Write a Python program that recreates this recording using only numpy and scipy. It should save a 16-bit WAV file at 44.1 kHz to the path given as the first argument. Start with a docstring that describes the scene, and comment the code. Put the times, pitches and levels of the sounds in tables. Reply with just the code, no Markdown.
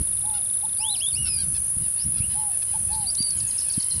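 """A brief low thump sounds over bush crickets that buzz steadily, scraping their wings.
In this marsh meadow birds tick, hoot softly and cackle; a whistling duck gives three slurred notes,
harmonics filtered by its throat. Later another bird whistles twice, and chips and twittering follow
over distant chatter. Reeds and trees scatter the bird calls into a short, diffuse echo.
Now and then a puff of wind bumps the microphone."""
import sys
import numpy as np
from scipy import signal
from scipy.fft import rfft, irfft
from scipy.io import wavfile
from scipy.ndimage import uniform_filter1d

SR = 44100
rng = np.random.default_rng(int(sys.argv[2]) if len(sys.argv) > 2 else 0)


def digitize_waveform(pressure):
    """Quantize a signal to 16-bit integers and store it at the path in sys.argv[1].

    Rows of a 2-D input are taken as channels; values are limited to [-1, 1].
    """
    field = np.atleast_2d(pressure).T
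    bounded = np.clip(field, -1, 1)
    quanta = np.round(bounded * 32767).astype(np.int16)
    wavfile.write(sys.argv[1], SR, quanta)


N = 176400

def undb(db):
    """Amplitude ratio of a level in decibels."""
    return 10 ** (np.asarray(db) / 20)

def unit(x):
    """Normalisation to rms 1."""
    return x / np.sqrt(np.mean(np.abs(x) ** 2))

def curve(t, rows, col=1):
    """Linear interpolation of one column of a table."""
    rows = np.array(rows)
    return np.interp(t, rows[:, 0], rows[:, col])

def colour(hz, points):
    """Frequency response, interpolated on logarithmic axes."""
    p = np.array(points)
    return undb(np.interp(np.log(hz + 1), np.log(p[:, 0]), p[:, 1]))

def noise(points):
    """White noise filtered to a given spectrum."""
    return unit(irfft(rfft(rng.standard_normal(N)) * colour(np.fft.rfftfreq(N, 1 / SR), points), N))

def wander(hz):
    """Random fluctuation: low-pass noise of bandwidth about hz."""
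    lowpass = np.exp(-.5 * (np.fft.rfftfreq(N, 1 / SR) / hz) ** 2)
    return unit(irfft(rfft(rng.standard_normal(N)) * lowpass, N))

def hiss(t, hz, width_hz):
    """Narrow-band noise: a carrier multiplied by a random fluctuation."""
    return unit(wander(width_hz) * np.sin(2 * np.pi * hz * t))

def phase(hz):
    """Phase as the integral of frequency."""
    return 2 * np.pi * np.cumsum(hz) / SR

def add(out, start, x):
    """Superposition of a sound at its start time."""
    i = max(int(start * SR), 0)
    out[i:i + len(x)] += x[:max(len(out) - i, 0)]

def span(length):
    """Normalised time, 0 to 1 over a note."""
    return np.linspace(0, 1, max(int(length * SR), 8))

def during(x, start, u):
    """The stretch of a modulating signal that a note covers."""
    return np.roll(x, -int(start * SR))[:len(u)]

def gate(t, start, end, edge_s=.0051):
    """Trapezoidal envelope."""
    return np.clip(np.minimum(t - start, end - t) / edge_s + .5, 0, 1)

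def arch(u):
    """Half-sine envelope."""
    return np.abs(np.sin(np.pi * u))

def thump_and_wind(t, breeze_db=-49):
    """Amplitude-modulated rumble: a brief low thump at the start, then wind pressure on the microphone."""
    # swells of rumble, the opening thump first and wind after it: centre t/s, half width/s, level/dB
    swells = [(.01,0.013,-25.5),(.2,.15,-44.5),(1.22,0.064,-35),(1.48,0.13,-37.5),(1.812,0.042,-36.5),(2.072,0.016,-29.5),(2.24,0.12,-38.5),(2.9,0.14,-38.5),(3.41,0.051,-38.5),(3.968,0.015,-31)]
    # rumble spectrum: f/Hz, gain/dB
    spectrum = [(20,-18.5),(65,3.5),(115,1),(190,-7),(400,-26.5),(800,-45.5)]
    # pressure pulses: t/s, width/s, peak level/dB
    puffs = [(1.771,.002,-22.5),(2.207,0.0022,-20),(3.207,.0014,-22.5),(3.78,.0014,-16.5)]
    rumble = noise(spectrum)
    power = sum(undb(db) ** 2 * np.exp(-((t - when) / width) ** 2) for when, width, db in swells)
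    power += undb(breeze_db) ** 2
    out = rumble * np.sqrt(power / uniform_filter1d(rumble ** 2, size=3000))
    for when, width, db in puffs:
        u = (t - when) / width
        out -= undb(db) * (1 - u ** 2) * np.exp(-u ** 2 / 2)
    return out

def stridulate(rate, hz, sweep_hz, rasp, duty=.6, jitter_hz=111.17):
    """Stridulation: each wing stroke scrapes out a raspy, gliding tone."""
    cycle = (phase(rate * (1 + .0066 * wander(2.2))) / (2 * np.pi) + rng.random()) % 1
    u = np.minimum(cycle / duty, 1)
    teeth = 1 + rasp * (wander(480) + 1j * wander(480))
    pitch = hz + sweep_hz * (u - .5) + jitter_hz * wander(122.6)
    return unit(arch(u) * (teeth * np.exp(1j * phase(pitch))).real)

def bush_crickets(level_db=-25):
    """Three near insects stridulate over a chorus whose incoherent sum is noise."""
    # near singers: stroke rate/Hz, f/Hz, sweep per stroke/Hz, relative level/dB
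    buzzers = [(50.1,9750,-900,-40.5),(64,10350,901,-40.5),(50.34,10080,-200,-34)]
    # chorus spectrum: f/Hz, gain/dB
    chorus = [(7000,-46.5),(8600,-34.5),(9000,-11.5),(9500,-1),(9850,-5.5),(10060,2),(10270,-16),(10370,-6.5),(10500,0),(10630,-3.5),(10960,-14.5),(11300,-13),(11550,-29.5),(15000,-41.5)]
    near = sum(undb(db) * stridulate(rate, hz, sweep, rasp=1.9) for rate, hz, sweep, db in buzzers)
    return undb(level_db) * unit(near + undb(-31) * noise(chorus))

def still_air(level_db=-51):
    """Stationary broadband noise forms the ambient floor."""
    # ambient spectrum: f/Hz, gain/dB
    spectrum = [(100,-1.5),(450,-2.5),(530,4.5),(620,-2),(2200,-5),(12000,-6.5),(15700,-17)]
    return undb(level_db) * noise(spectrum)

def ticks(length_s=.014, hz=3690, gap_s=.0388):
    """A bird's pulse train of falling chirps, quickening to a steady beat."""
    out, u = np.zeros(N), span(length_s)
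    tick = undb(-46) * arch(u) ** 2 * np.sin(phase(hz * (1 + .17 * (1 - 2 * u))))
    for k in range(18):
        middle = .075 + k * gap_s + .038 * (1 - np.exp(-k / 2.6))
        fade_in = 1 - np.exp(-middle / .064)
        add(out, middle - length_s / 2, fade_in * tick)
    return np.sqrt(2) * out

def burst_cricket(t, hz=8360):
    """Gated stridulation of a lower-pitched bush cricket, blurred by noise."""
    # bursts: start t/s, end t/s
    bursts = [(.11,.3),(.43,.61),(.72,.95),(1.06,1.29),(1.37,1.6),(1.71,1.94),(2.2,2.45),(2.57,2.98),(3.06,3.45),(3.52,4.0)]
    song = stridulate(97.5, hz, sweep_hz=-700, rasp=.34) + .5 * hiss(t, hz, width_hz=380)
    return undb(-49.5) * song * sum(gate(t, start, end, edge_s=.018) for start, end in bursts)

def hoots():
    """Frequency glide of a soft, low pure tone that rises quickly and sinks away."""
    # hoots: t/s, length/s, top f/Hz, base level/dB
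    notes = [(0.226,0.27,867,-48),(0.784,0.25,881,-46.5),(2.337,0.27,865,-46.5),(2.889,0.26,878,-44)]
    # hoot contour: share of length, frequency ratio, gain/dB
    shape = [(0,0.82,-13.5),(.09,0.95,4),(.2,1,6.5),(.35,0.99,6),(.55,.935,2),(.75,0.8,-14),(1,0.72,-15)]
    out = np.zeros(N)
    for start, length, hz, db in notes:
        u = span(length)
        add(out, start, undb(db + curve(u, shape, 2)) * np.sin(phase(hz * curve(u, shape))))
    return np.sqrt(2) * out

def cackle(u, pitch_hz, sag, jitter, bill_hz, bill_q=1.23):
    """Source and filter: an arched, sagging harmonic tone passes throat and bill resonances."""
    # throat response: f/Hz, gain/dB
    throat = [(700,-10),(1450,2),(2000,-10.5),(2700,-4.5),(3500,-9.5),(4300,-7),(5000,-2.5),(5700,-12),(7000,-40)]
    k = np.arange(1, 12)[:, None]
    hz = pitch_hz * (1 - .17 * (2 * u - 1) ** 2 - sag * (2 * u - 1)) * (1 + .12 * jitter)
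    harmonics = np.sin(k * phase(hz) + rng.uniform(0, 2 * np.pi, k.shape))
    bill = 1 / np.hypot(1, bill_q * (k * hz / bill_hz - bill_hz / (k * hz)))
    return arch(u) * unit((bill * colour(k * hz, throat) * harmonics).sum(0))

def near_cackles():
    """Nasal notes, some made harsh by frequency jitter."""
    # cackles: t/s, length/s, top f/Hz, level/dB, roughness 0-1, bill resonance f/Hz
    notes = [(0.328,.068,720,-45,0.04,3500),(1.247,0.053,739,-38.5,0.48,4560),(1.367,0.085,814,-41.5,0,4770),(1.536,0.052,876,-42,0.13,4500),(2.164,0.045,695,-44,0.17,4730),(2.285,0.071,1020,-47,0.18,3500),(2.616,0.02,865,-41,.12,3700)]
    out, jitter = np.zeros(N), wander(480)
    for start, length, hz, db, rough, bill_hz in notes:
        u = span(length)
        note = cackle(u, hz, sag=.0417, jitter=rough * during(jitter, start, u), bill_hz=bill_hz)
        add(out, start, undb(db) * note)
    return out

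def slurs():
    """Short bird notes whose frequency follows a parabola through three pitches."""
    # notes: t/s, length/s, start f/Hz, middle f/Hz, end f/Hz, level/dB
    notes = [(.624,0.046,710,873,750,-39.5),(2.731,0.047,714,876,720,-38),(1.973,0.087,4300,5080,6100,-40.5),(2.2,.072,2100,2760,2770,-43)]
    out, shake = np.zeros(N), 1 + .028 * wander(400)
    for start, length, *pitches, db in notes:
        u = span(length)
        hz = np.polyval(np.polyfit([0, .5, 1], pitches, 2), u) * during(shake, start, u)
        add(out, start, undb(db) * arch(u) * np.sin(phase(hz)))
    return np.sqrt(2) * out

def duck(t, slur_s=.0059, tilt_db=-2):
    """Source and filter: four harmonics of a whistle glide through the throat resonance."""
    # three-note call: t/s, f/Hz, source level/dB
    call = [(.76,2270,-58),(.8,2410,-39.5),(.825,2710,-31.5),(.86,3300,-33.5),(.89,3530,-31.5),(.908,3980,-32.5),(.937,4080,-33),(.961,2620,-34.5),(.987,1950,-45.5),(1.01,2750,-31.5),(1.03,3385,-31.5),(1.056,3300,-32.5),(1.073,3557,-31),(1.1,3684,-39),(1.122,2455,-47),(1.14,2130,-37.5),(1.175,2853,-32),(1.21,2933,-35),(1.285,2610,-34),(1.365,2434,-35.5),(1.425,2165,-42)]
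    # throat response: f/Hz, gain/dB
    throat = [(2000,-37),(2500,-12.5),(3000,-3),(3600,-1),(4200,1),(5200,0.5),(5900,-22.5),(8800,-10.5),(13000,-38)]
    smoothing = signal.windows.hann(int(2 * slur_s * SR)) / (slur_s * SR)
    hz = np.convolve(curve(t, call), smoothing, "same") * (1 + .0028 * wander(135))
    voice = sum(undb(tilt_db * (k - 1)) * colour(k * hz, throat) * np.sin(k * phase(hz))
                for k in range(1, 5))
    return np.sqrt(2) * voice * undb(curve(t, call, 2)) * gate(t, call[0][0], call[-1][0])

def insect_trills(t, rate_hz=50):
    """Amplitude modulation breaks a wavering tone into two faint trills."""
    # trills: start t/s, end t/s, f/Hz, level/dB
    trills = [(1.424,1.713,6130,-55),(2.55,2.996,6210,-58)]
    out = np.zeros(N)
    for start, end, hz, db in trills:
        beat = .4 + arch(phase(rate_hz * (1 + .072 * wander(8))) / (2 * np.pi)) ** 2
        tone = np.sin(phase(hz * (1 + .012 * wander(194))))
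        out += undb(db + 2 * wander(30)) * gate(t, start, end, edge_s=.035) * unit(beat * tone)
    return out

def chatter(length_s=.085, pitch_hz=932):
    """Superposition of distant cackles, scattered in onset, pitch and length."""
    # bouts: start t/s, end t/s, note rate/Hz, level/dB
    bouts = [(1.751,3.3,8,-52),(3.297,4.0,24,-52.5)]
    out, jitter = np.zeros(N), .12 * wander(500)
    for start, end, rate, db in bouts:
        for when in np.arange(start, end, 1 / rate):
            late, detune, stretch = rng.uniform(-1, 1, 3)
            u = span(length_s * (1 + stretch / 3))
            hz = pitch_hz * (1 + .13 * detune)
            note = cackle(u, hz, sag=.0902, jitter=during(jitter, when, u), bill_hz=3100)
            add(out, when + late / rate / 2, undb(db) * note)
    return out

def insect_hiss(t):
    """Two narrow noise bands: one swells, a thinner one joins in and holds steady."""
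    # swell: t/s, level/dB
    swell = [(0,-73),(2,-68),(2.3,-57),(3.1,-50),(3.6,-49),(4,-49)]
    thin = undb(-59) * hiss(t, 7670, width_hz=110) * gate(t, 2.13, np.inf, edge_s=.044)
    return undb(curve(t, swell)) * hiss(t, 8280, width_hz=300) + thin

def rasps(t):
    """Band noise under Gaussian envelopes gives two hoarse bird calls."""
    # rasps: centre t/s, half width/s, level/dB
    calls = [(2.944,0.025,-41.5),(3.015,0.034,-48.5)]
    envelope = sum(undb(db) * np.exp(-((t - when) / width) ** 2) for when, width, db in calls)
    return envelope * hiss(t, 4420, width_hz=480)

def answer(t):
    """Another bird whistles twice, each note a single gliding sinusoid."""
    # one contour a note: t/s, f/Hz, level/dB
    notes = [
        [(3.058,3740,-45),(3.072,4660,-33.5),(3.101,4743,-28.5),(3.112,5700,-42)],
        [(3.172,3770,-43),(3.188,4610,-30),(3.22,4710,-30),(3.27,4606,-34.5),(3.315,4530,-40),(3.34,4190,-44)],
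    ]
    out = np.zeros(N)
    for note in notes:
        hz = curve(t, note) * (1 + .0028 * wander(150))
        out += undb(curve(t, note, 2)) * np.sin(phase(hz)) * gate(t, note[0][0], note[-1][0])
    return np.sqrt(2) * out

def chips(length_s=.0088, centre_hz=5280):
    """Steep downward chirps, roughened by random frequency modulation."""
    # chips: t/s, level/dB
    notes = [(3.148,-32),(3.222,-33),(3.304,-33)]
    out, u, rasp = np.zeros(N), span(length_s), .114 * wander(1100)
    for start, db in notes:
        hz = centre_hz * (1 + .295 * (1 - 2 * u) + during(rasp, start, u))
        add(out, start, undb(db) * arch(u) * np.sin(phase(hz)))
    return np.sqrt(2) * out

def twitter(crest_hz=6970):
    """Frequency modulation: each syllable dips, climbs to a thin crest and drops steeply."""
    # syllables: t/s, length/s, dip f/Hz, base level of dip/dB, base level of fall/dB
    syllables = [(3.37,0.041,6900,-40,-37),(3.469,0.05,6570,-36,-42),(3.576,0.044,5160,-31.5,-39),(3.689,0.06,4520,-33.5,-37),(3.795,.04,4290,-33.5,-36.5),(3.899,0.072,4110,-33,-44.5)]
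    # syllable contour: share of length, dip depth 0-1, ratio to crest frequency, gain/dB
    shape = [(0,0.01,1,-14),(.2,.95,1,-1.5),(.4,1,0.85,-4.5),(.56,0.01,0.96,-11),(.72,0,.96,-9),(.87,0,0.67,5.5),(1,0.08,0.505,-12.5)]
    out, shake = np.zeros(N), 1 + .024 * wander(620)
    for start, length, dip_hz, dip_db, fall_db in syllables:
        u = span(length)
        depth = curve(u, shape)
        hz = (depth * dip_hz + (1 - depth) * crest_hz * curve(u, shape, 2)) * during(shake, start, u)
        db = curve(u, shape, 3) + np.interp(u, [.4, .7], [dip_db, fall_db])
        add(out, start, undb(db) * np.minimum(20 * arch(u), 1) * np.sin(phase(hz)))
    return np.sqrt(2) * out

def meadow(x, echo_db, t60_s=.33):
    """Scattering from reeds and trees adds a diffuse, exponentially decaying echo."""
    t = np.arange(SR) / SR
    tail = rng.standard_normal(SR) * undb(-60 * t / t60_s) * (1 - np.exp(-t / .004))
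    return x + undb(echo_db) * signal.fftconvolve(x, tail / np.linalg.norm(tail))[:N]

def scene():
    """Superposition of insects, rumble, air and birds; far birds carry a larger share of echo."""
    t = np.arange(N) / SR
    insects = bush_crickets() + burst_cricket(t) + insect_trills(t) + insect_hiss(t)
    flutter = undb(.81 * wander(88))
    whistles = (duck(t) + answer(t)) * flutter
    near = ticks() + hoots() + near_cackles() + slurs() + whistles + rasps(t) + chips()
    birds = meadow(near, echo_db=-17) + meadow(chatter() + twitter(), echo_db=-5.5)
    return (insects + thump_and_wind(t) + still_air() + birds)[None]

def record(dry, cutoff_hz=15700):
    """Band limiting: a steep low-pass filter removes the highest treble."""
    return signal.sosfilt(signal.ellip(10, .1, 80, cutoff_hz, fs=SR, output="sos"), dry)

dry = scene()
out = record(dry)
digitize_waveform(out)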